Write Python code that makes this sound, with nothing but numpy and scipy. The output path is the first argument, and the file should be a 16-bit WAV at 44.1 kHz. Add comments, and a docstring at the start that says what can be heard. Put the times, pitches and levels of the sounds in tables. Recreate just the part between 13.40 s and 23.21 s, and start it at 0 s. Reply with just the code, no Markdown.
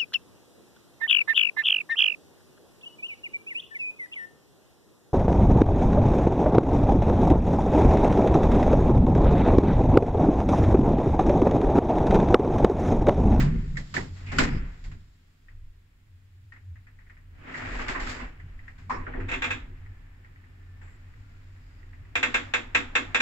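"""A button press and a thud open the scene: a small doorless lift car starts and climbs past the landings.
Shaped noise gives its rumble, hum, floor thuds, air booms, hissing and scraping guides, and faint whines.
Larger parts knock and small parts tick as short noise bursts; a panel rattles and is rapped as decaying modes.
Two spaced microphones hear alike in the bass and unalike in the treble of the hard-walled car."""
import sys
import numpy as np
from scipy import signal
from scipy.fft import rfft, irfft, next_fast_len
from scipy.io import wavfile
from scipy.ndimage import uniform_filter1d

SR = 44100
rng = np.random.default_rng(int(sys.argv[2]) if len(sys.argv) > 2 else 0)


def unload_wav(signal):
    """Save mono or channel-first audio to the path in sys.argv[1] as 16-bit WAV at rate SR, clipped to [-1, 1]."""
    wavfile.write(
        sys.argv[1],
        SR,
        np.round(np.clip(np.atleast_2d(signal).T, -1, 1) * 32767).astype(np.int16),
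    )


N = 432621  # length in samples
STRIKE_S = np.arange(SR // 2) / SR  # time axis of one knock, tick or rap


def gain_of(db):
    """Decibel law: 20 dB is a factor of ten in amplitude."""
    return 10 ** (np.asarray(db) / 20)


def evened(x):
    """Normalization to unit root-mean-square amplitude."""
    return x / np.sqrt(np.mean(x ** 2) + 1e-20)


def read(points, hz):
    """Interpolation of a spectrum along a logarithmic frequency axis."""
    point_hz, value = np.transpose(points)
    return np.interp(np.log(hz + 1), np.log(point_hz + 1), value)


def curves(rows):
    """Linear interpolation in time of every column after the first."""
    time_s, *columns = np.transpose(rows)
    return [np.interp(np.arange(N) / SR, time_s, column) for column in columns]


def add(mix, start_s, sound):
    """Superposition: a sound is summed into the mix, cut where the mix ends."""
    part = mix[:, round(start_s * SR):][:, :sound.shape[1]]
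    part += sound[:, :part.shape[1]]


def peak(hz, centre_hz, width_hz):
    """Resonance: the gain is 1 at the centre and 3 dB down at the edges of the width."""
    return 1 / np.sqrt(1 + (2 * (hz - centre_hz) / width_hz) ** 2)


def modes(hz, table):
    """Modal superposition: the powers of a set of steep resonances add."""
    power = sum((gain_of(db) * peak(hz, mode_hz, width_hz) ** 2) ** 2 for mode_hz, width_hz, db in table)
    return np.sqrt(power)


def slope(hz, edge_hz, order=3):
    """High-pass transition: the gain rises through one half at the edge."""
    return hz ** order / (hz ** order + edge_hz ** order)


# Likeness of the two microphones: frequency_hz, correlation (1 alike, 0 unrelated, -1 opposed)
LIKENESS = [(30, 1), (60, 1), (170, 0.96), (345, 0.58), (520, -0.25), (690, -0.24), (1200, 0.11),
            (1700, -0.1), (2400, -0.11), (3400, 0.15), (4300, -0.15), (8000, .1)]


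def likeness(hz):
    """Spatial coherence: the correlation of spaced microphones depends on frequency."""
    return np.clip(read(LIKENESS, hz), -1, 1)


def diffuse(size, colour):
    """Diffuse field: noise from all around, partly shared by two microphones; colour(hz) is its gain."""
    hz = np.fft.rfftfreq(size, 1 / SR)
    left, other = rfft(rng.standard_normal((2, size)))
    same = likeness(hz)
    right = same * left + np.sqrt(1 - same ** 2) * other
    return evened(irfft(np.array([left, right]) * colour(hz), size))


def steadied(x, share):
    """Envelope compression: takes a share of the random throb out of narrow noise."""
    power = uniform_filter1d((x ** 2).mean(0), 1800)  # window in samples
    throb = np.sqrt(abs(power) + .02)
    return evened(x / throb ** share)


def wander(seconds):
    """Low-pass random process: white noise averaged twice over the given time."""
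    window = round(seconds * SR)
    once = uniform_filter1d(rng.standard_normal(N), window)
    return evened(uniform_filter1d(once, window))


def humps(events, rise_db_per_s, fall_db_per_s):
    """Exponential growth and decay: the power over time of events around their peaks."""
    lead = SR // 4  # room for growth before the scene begins
    t = np.arange(-lead, SR // 2)[None] / SR
    power = np.zeros((1, N + lead))
    shape = gain_of(np.where(t < 0, rise_db_per_s * t, -fall_db_per_s * t)) ** 2
    for peak_s, db in events:
        add(power, peak_s, gain_of(db) ** 2 * shape)
    return power[0, lead:]


def swelling(steady_db, burst_power, colour):
    """Power addition: coloured noise follows a running level plus bursts."""
    noise = diffuse(next_fast_len(N), colour)[:, :N]
    return np.sqrt(gain_of(steady_db) ** 2 + burst_power) * steadied(noise, 0.44)


# Spectrum of the sway: frequency_hz, relative_db_per_hz
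SWAY_SPECTRUM = [(15, -4.5), (28, 5.5), (48, -1.5), (70, -10.5), (110, -34.5), (300, -70), (3000, -200)]
# Running level of the car: time_s, rumble_db, hum_db
RUNNING_LEVELS = [(0.0, -46.5, -44.5), (1.6, -50, -57), (2.0, -63.5, -67.5), (2.2, -48.5, -50),
                  (2.36, -55, -60), (2.55, -59.5, -65), (2.7, -62.5, -56.5), (3.2, -60, -55.5),
                  (3.8, -52, -56.5), (4.3, -51, -56), (5.3, -48.5, -50), (6.5, -45, -53),
                  (6.95, -55, -51.5), (7.5, -50, -49), (8.4, -48.5, -51), (9.81, -54.5, -54)]
# Lurches of the car on its ropes: peak_s, level_db
LURCHES = [(0.0, -19), (.09, -24), (.19, -25), (.29, -29), (.38, -32.5), (.6, -39), (.93, -35.5),
           (1.03, -26), (1.15, -23.5), (1.23, -31.5), (1.48, -36), (2.16, -41.5), (2.26, -39.5),
           (4.37, -31.5), (4.5, -36.5), (4.64, -32.5), (4.86, -37), (5.16, -37), (5.6, -33), (5.79, -31),
           (5.96, -35), (6.25, -41.5), (8.99, -42), (9.26, -43), (9.5, -41), (9.7, -43)]


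def sway():
    """Low-frequency vibration: the car sways and lurches on its ropes as a rumble."""
    rumble_db = curves(RUNNING_LEVELS)[0]
    lurches = humps(LURCHES, rise_db_per_s=170, fall_db_per_s=130)
    return swelling(rumble_db, lurches, lambda hz: gain_of(read(SWAY_SPECTRUM, hz)))


# Swells of the hum: peak_s, level_db
HUM_SWELLS = [(.16, -30), (.6, -41), (.72, -40), (.93, -31.5), (1.03, -33), (1.15, -34.5), (1.55, -41),
              (2.75, -50.5), (3.05, -50), (3.32, -38), (3.93, -43.5), (4.26, -38), (4.48, -43.5),
              (4.7, -44), (5.04, -41.5), (5.5, -43), (5.62, -40), (5.85, -35.5), (6.14, -40.5), (6.31, -46),
              (6.47, -40.5), (7.45, -46), (7.78, -45), (8.61, -38.5), (8.77, -41), (9.07, -46), (9.4, -42),
              (9.7, -43)]


def hum():
    """Single-mode resonance: noise in one narrow band is heard as a swelling hum."""
    hum_db = curves(RUNNING_LEVELS)[1]
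    swells = humps(HUM_SWELLS, rise_db_per_s=130, fall_db_per_s=160)
    return swelling(hum_db, swells, lambda hz: peak(hz, 92, 15) ** 2)


# Modes of the floor: frequency_hz, half_gain_width_hz, relative_db
FLOOR_MODES = [(145.3, 22, 2.5), (181.6, 41, -7), (221.8, 9.8, -7)]
# Thuds of the floor and the booms they raise in the air: peak_s, thud_db, boom_db
THUDS = [(0.0, -19.5, -44), (.07, -24, -31.5), (0.151, -28.5, -35), (.25, -40.5, -44.5), (.35, -34.5, -51),
         (.6, -35.5, -46), (.66, -49, -45.5), (1.011, -28, -26), (1.08, -30.5, -33), (1.15, -33, -37),
         (1.23, -47, -47), (1.5, -48, -59), (1.55, -53.5, -63), (5.051, -53.5, -68), (5.46, -49.5, -64),
         (5.55, -57, -40.5), (5.6, -47, -46), (5.79, -48, -36), (5.98, -60, -41), (5.85, -58, -42.5),
         (6.3, -58, -52)]


def floor():
    """Structural modes: the floor thuds, and between thuds its level follows the rubbing."""
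    rush_db = curves(RUBBING)[0]
    floor_db = -62.5 + 0.51 * (rush_db + 60)
    thuds = humps([(peak_s, db) for peak_s, db, _ in THUDS], rise_db_per_s=170, fall_db_per_s=130)
    return swelling(floor_db, thuds, lambda hz: modes(hz, FLOOR_MODES))


# Modes of the air in the car: frequency_hz, half_gain_width_hz, relative_db
AIR_MODES = [(254.4, 35, 3), (296, 29, -3), (370.2, 66, -6), (484, 26, -8)]
RAP_BOOM_DB, RAP_BOOM_DELAY_S = -27, .056  # air boom after a rap, relative to the rap


def air():
    """Cavity modes: the enclosed air booms with thuds and after raps, and follows the rubbing."""
    rush_db = curves(RUBBING)[0]
    air_db = -63.5 + 0.82 * (rush_db + 60)
    booms = [(peak_s, boom_db) for peak_s, _, boom_db in THUDS]
    booms += [(time_s + RAP_BOOM_DELAY_S, db + RAP_BOOM_DB) for time_s, db, _ in RAPS]
    boom_power = humps(booms, rise_db_per_s=330, fall_db_per_s=250)
    return swelling(air_db, boom_power, lambda hz: modes(hz, AIR_MODES))


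# Spectrum of rubbing: frequency_hz, relative_db_per_hz
RUBBING_SPECTRUM = [(200, -29.5), (400, -9.5), (620, -6.5), (1070, -7.5), (1870, -2), (2570, -8),
                    (3200, -13.5), (4120, -18.5), (5100, -20.5), (6000, -28.5), (7450, -22), (8200, -37.5),
                    (8600, -46), (11500, -40), (15500, -51.5)]


def rubbing(hz, above):
    """Band division: the rush lies under the 3500 Hz split, the fizz above it."""
    share = slope(hz, 3500, order=6)
    return gain_of(read(RUBBING_SPECTRUM, hz)) * (share if above else 1 - share)


# Rubbing along the guides: time_s, rush_db, fizz_db
RUBBING = [(0.0, -41.5, -62), (0.3, -59, -64.5), (0.6, -60, -56.5), (0.72, -70, -64), (0.77, -55, -58.5),
           (0.9, -53.5, -65.5), (1.04, -31, -37), (1.1, -40, -56), (1.23, -50, -68), (1.42, -63, -68),
           (1.75, -74.5, -75.5), (2.59, -78, -83), (3.11, -77, -79), (3.9, -71, -82), (4.04, -51, -72),
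           (4.1, -42, -65), (4.18, -43.5, -53.5), (4.23, -38, -57.5), (4.4, -38.5, -51), (4.58, -43, -69),
           (4.7, -38, -42.5), (4.83, -43.5, -60.5), (4.95, -59.5, -77.5), (5.3, -64, -76),
           (5.54, -66.5, -79), (5.68, -49.5, -79), (5.87, -52, -76), (5.93, -35, -62), (6.02, -50, -72),
           (6.08, -38.5, -79), (6.28, -61, -77), (6.78, -65, -79), (8.17, -64.5, -73.5), (8.75, -62.5, -77),
           (8.95, -46.5, -58), (9.2, -56.5, -74.5), (9.81, -49.5, -67)]
# Spectrum of the steady hiss: frequency_hz, relative_db_per_hz
HISS_SPECTRUM = [(100, -26), (200, -20), (260, -15), (500, -22.5), (1200, -24.5), (1860, -18.5),
                 (3000, -23.5), (6200, -38.5), (7340, -34.5), (8200, -35), (15500, -30)]
HISS_DB = -71.5


def guides(grain_db=2.0, stroke_db=1.2):
    """Friction noise: rubbing turns grainy as the shoes catch and slip, over a steady hiss."""
    size = next_fast_len(N)
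    rush_db, fizz_db = curves(RUBBING)
    force = np.clip((rush_db + 56) / 25, .3, 1)  # hard rubbing is rougher
    roughness_db = force * (grain_db * wander(0.0035) + stroke_db * wander(0.019))
    rush = gain_of(rush_db) * diffuse(size, lambda hz: rubbing(hz, False))[:, :N]
    fizz = gain_of(fizz_db) * diffuse(size, lambda hz: rubbing(hz, True))[:, :N]
    hiss = gain_of(HISS_DB) * diffuse(size, lambda hz: gain_of(read(HISS_SPECTRUM, hz)))[:, :N]
    return (rush + fizz) * gain_of(roughness_db) + hiss


def fade(t, rise_s, t60_s):
    """Reverberant decay: a smooth onset, then 60 dB of fall in each t60."""
    return (1 - np.exp(-(t / rise_s) ** 2)) * gain_of(-60 * t / t60_s)


def sides(pan_db):
    """Level difference: half is added on the left and half taken off on the right."""
    return gain_of([[pan_db / 2], [-pan_db / 2]])


def snap(db, fizz_db, boom_db, ring_hz, ring_db, rise_s, t60_s, pan_db):
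    """Impact excitation: a thin clack with a short ring, fizz on top and a slower boom, dying in the car."""
    t = STRIKE_S
    # a clack with little fizz stops low; its top rises with the fizz
    top_hz = 2500 + 90 * max(fizz_db - db + 31, 0)
    clack = diffuse(len(t), lambda hz: rubbing(hz, False) * slope(hz, 720) * (1 - slope(hz, top_hz, order=10)))
    ring = diffuse(len(t), lambda hz: peak(hz, ring_hz, 0.2 * ring_hz) ** 2)
    ring = ring * (0.4 + 0.97 * gain_of(-60 * t / 0.11))  # quicker first drop
    fizz = diffuse(len(t), lambda hz: rubbing(hz, True))
    boom = diffuse(len(t), lambda hz: modes(hz, AIR_MODES) + 0.33 * peak(hz, 700, 900) ** 2)
    share = gain_of(ring_db - 1.5)
    body = (clack + share * ring) / np.sqrt(1 + share ** 2)
    bright = gain_of(db) * body + gain_of(fizz_db) * fizz
    slow_boom = gain_of(boom_db) * boom * fade(t, 0.018, 1.1 * t60_s)
    return sides(pan_db) * bright * fade(t, rise_s, t60_s) + slow_boom


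# Knocks and clacks of larger parts: time_s, level_db, fizz_db, boom_db, ring_hz,
# ring_setting_db (against the clack, before a 1.5 dB cut), rise_s, t60_s, left_over_right_db
KNOCKS = [(0.002, -30.5, -38.5, -25.5, 1810, -1, 0.0016, 0.24, -3.5),
          (0.371, -31, -42.5, -38, 1910, 14, 0.0025, 0.19, -3),
          (0.541, -31.5, -38, -32.5, 1230, -4, 0.0015, 0.34, -2),
          (0.566, -22.5, -40, -22, 1840, 13, 0.0017, .14, -5),
          (0.863, -58, -57.5, -55, 2570, 9, 0.0046, 0.58, 4),
          (0.921, -31, -44, -31.5, 1810, -12, 0.0084, 0.25, -1.5),
          (0.986, -13.5, -23.5, -13.5, 1550, -2, 0.002, .16, -0.5),
          (1.441, -48.5, -54, -51.5, 1940, 2, 0.0038, 0.27, -1),
          (1.516, -49, -60, -50, 1924, -4, .0025, 0.17, -2),
          (4.143, -33.5, -58, -50, 1903, 8, 0.0029, 0.99, 0),
          (4.394, -31, -51, -31, 1090, -5, 0.0049, 0.22, 2),
          (4.416, -32.5, -48, -51, 1280, 1, .003, 0.15, 0),
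          (4.483, -27.5, -38.5, -32.5, 1850, -17, 0.0022, 0.3, -0.5),
          (4.55, -28, -56, -33.5, 1080, 2, 0.0049, .37, -2),
          (4.6, -33.5, -45.5, -42, 1780, 4, .004, 0.46, -1),
          (4.671, -33, -46, -54, 1320, -2, .0026, 0.14, -5),
          (4.798, -38, -61, -38, 1060, 1, .0035, 0.26, -7),
          (5.383, -54, -65, -63, 1570, -5, 0.0043, 0.49, 0),
          (5.498, -28, -52, -41.5, 1050, 12, .003, 0.36, -1),
          (5.506, -24, -56.5, -35.5, 1060, 11.5, 0.0016, 0.41, -3),
          (5.668, -33.5, -73, -29, 1500, 5, .0025, .15, -1),
          (5.737, -38.5, -80, -34.5, 1800, 3, 0.0033, 0.31, 4),
          (5.803, -36.5, -63, -52, 1700, -2, 0.0068, 0.21, -3),
          (7.415, -54, -71, -55.5, 1540, -6, 0.0029, 0.41, 2)]


def knocks():
    """Impact noise: each larger part is struck with its own ring, onset and decay."""
    out = np.zeros((2, N))
    for time_s, *levels, rise_s, t60_s, pan_db in KNOCKS:
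        add(out, max(time_s - 1.1 * rise_s, 0), snap(*levels, rise_s, t60_s, pan_db))
    return out


# Faint ticks of one small part: time_s, level_db, t60_s
TICKS = [(0.357, -47, .15), (2.084, -53.5, .28), (3.122, -47, .3), (3.162, -53, 0.23), (3.357, -55, .27),
         (3.469, -52.5, 0.27), (3.589, -54, 0.32), (3.667, -59, 0.22), (3.698, -50, 0.28),
         (3.768, -55, .29), (4.998, -47.5, .16), (5.192, -49.5, 0.13), (5.238, -56, 0.25), (5.28, -43, 0.2),
         (6.462, -51.5, .11), (6.846, -52, .17), (6.96, -55.5, 0.096), (7.04, -59, 0.11),
         (7.477, -56.5, 0.94), (7.738, -51.5, 0.053), (8.163, -58, .17), (8.43, -57, 0.13),
         (8.533, -52, .18), (8.65, -58, 0.14)]


def ticks():
    """Repeated impact: one small part keeps its ring and onset while level and decay vary."""
    out = np.zeros((2, N))
    rise_s = 0.0013
    for time_s, db, t60_s in TICKS:
        sound = snap(db, db - 24, db - 15.5, ring_hz=1910, ring_db=7.5, rise_s=rise_s, t60_s=t60_s, pan_db=1)
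        add(out, time_s - 1.1 * rise_s, sound)
    return out


# Faint whines and swishes: start_s, end_s, centre_hz, half_gain_width_hz, level_db
WHINES = [(0.415, .72, 4930, 500, -82), (0.858, 0.93, 2290, 850, -44.5), (1.08, 1.213, 4960, 540, -58.5),
          (5.493, 5.584, 5350, 600, -60), (6.261, 7.7, 1775, 10, -71.5), (7.388, 7.597, 7440, 650, -74),
          (7.779, 8.016, 1400, 11, -72), (8.204, 8.45, 4900, 400, -79)]


def whines():
    """Band-pass resonance: noise in single resonances fades in and out."""
    out = np.zeros((2, N))
    for start_s, end_s, centre_hz, width_hz, db in WHINES:
        size = round((end_s - start_s) * SR)
        noise = diffuse(size, lambda hz: peak(hz, centre_hz, width_hz) ** 2)
        add(out, start_s, gain_of(db) * steadied(noise, .6) * signal.windows.tukey(size, .5))
    return out


# Modes of the panel: frequency_hz, relative_db, t60_s
PANEL_MODES = [(240, -19, .55), (303, -18, .35), (392, -22, .3), (492, -11, .25), (581, -14, .22),
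               (699, -14, .22), (900, -11, .22), (1115, -11, .22), (1330, -9, .16), (1453, -11, .18),
               (1540, -9, .18), (1628, -2, .17), (1720, -4, .16), (1832, -4, .17), (1960, -3, .17),
               (2095, -2, .16), (2153, 0, .15), (2300, -5, .16), (2412, -2, .13), (2500, -2, .14),
               (2587, 0, .15), (2652, -1, .14), (2735, -1, .11), (3340, -14, .18), (3460, -14, .18),
               (3560, -12, .16), (3682, -13, .16)]


def panel_rings():
    """Modal decay: each mode is a dying sine, in another phase at each microphone."""
    hz, db, t60_s = np.transpose(PANEL_MODES)[:, :, None]
    apart = np.arccos(likeness(hz)) * rng.choice([-1, 1], hz.shape)
    start = 2 * np.pi * rng.random(hz.shape)
    decay = gain_of(db - 60 * STRIKE_S / t60_s)
    rings = [decay * np.sin(2 * np.pi * hz * STRIKE_S + start + phase) for phase in (0, apart)]
    return np.array(rings) / np.sqrt(np.sum(gain_of(db) ** 2) / 2)


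# Spectrum of a rap's echoes: frequency_hz, relative_db_per_hz
RAP_SPECTRUM = [(150, -42), (250, -40), (450, -17), (1000, -7.5), (1650, -0.5), (2700, -4), (2900, -11),
                (3600, -7.5), (4290, -21.5), (6300, -23.5), (7340, -16.5), (8200, -36), (8600, -38),
                (15500, -44)]
# Decay of the car after a rap, past the first drop: frequency_hz, t60_s
CAR_DECAY = [(250, 0.82), (600, 0.51), (1500, 0.29), (3500, 0.34), (7000, 0.29)]


def echoes():
    """Reverberation: dense echoes die at a speed set by their band, after a quicker first drop."""
    t, out = STRIKE_S, 0
    noise = rfft(diffuse(len(t), lambda hz: gain_of(read(RAP_SPECTRUM, hz))))
    hz = np.fft.rfftfreq(len(t), 1 / SR)
    for k, (_, t60_s) in enumerate(CAR_DECAY):
        # overlapping bands whose gains sum to one
        corners = [(band_hz, float(j == k)) for j, (band_hz, _) in enumerate(CAR_DECAY)]
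        out = out + irfft(noise * read(corners, hz), len(t)) * gain_of(-60 * t / t60_s)
    return out * (0.36 + 0.48 * gain_of(-60 * t / 0.22))


# Raps on the panel, first a loose rattle, then clean blows: time_s, level_db, rise_s
RAPS = [(5.883, -24.5, 0.0098), (5.915, -23, 0.0027), (5.935, -23, 0.004), (6.022, -20.5, 0.0013),
        (6.042, -19.5, 0.0013), (6.105, -19, 0.0044), (8.755, -15, 0.002), (8.83, -13, 0.0018),
        (8.943, -12.5, 0.0025), (9.139, -13.5, 0.0011), (9.349, -10.5, 0.0023), (9.554, -11.5, 0.0019),
        (9.747, -11.5, 0.0016), (9.802, -10.5, 0.0047)]


def raps():
    """Struck-plate radiation: panel modes and echoes sound together at each rap."""
    out = np.zeros((2, N))
    rings, steady = panel_rings(), echoes()
    t = STRIKE_S
    above = slope(np.fft.rfftfreq(len(t), 1 / SR), 4500, order=6)
    for time_s, db, rise_s in RAPS:
        # nearly the same spot is struck: the modes change a little in strength and many echoes repeat
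        ring = gain_of(2.5 * rng.standard_normal(len(PANEL_MODES))) @ rings
        sound = gain_of(-4.5) * ring + gain_of(-8.0) * steady + gain_of(-9.0) * echoes()
        # only a rap under -24 dB loses treble, 0.6 dB for each dB below
        treble_gain = 1 - above * (1 - gain_of(0.6 * min(db + 24.0, 0)))
        sound = irfft(rfft(sound) * treble_gain, len(t))
        onset = 1 - np.exp(-(t / rise_s) ** 2)
        add(out, time_s - .002, gain_of(db) * sides(-1.2) * sound * onset)
    return out


def scene():
    """Linear superposition of all the sources in the car."""
    car = sway() + hum() + floor() + air()
    return car + guides() + knocks() + ticks() + whines() + raps()


def record(dry):
    """Linear filtering: a treble step of -9 dB, a faint added hiss, then the band limit."""
    step = signal.firwin(511, 8250, window=("kaiser", 7), fs=SR)[None]
    limit = signal.firwin(1023, 15740, window=("kaiser", 9), fs=SR)[None]
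    under = signal.oaconvolve(dry, step, "same")
    hiss = gain_of(-80.0) * rng.standard_normal(dry.shape)
    stepped = under + gain_of(-9.0) * (dry - under) + hiss
    return signal.oaconvolve(stepped, limit, "same")


dry = scene()
out = record(dry)
unload_wav(out)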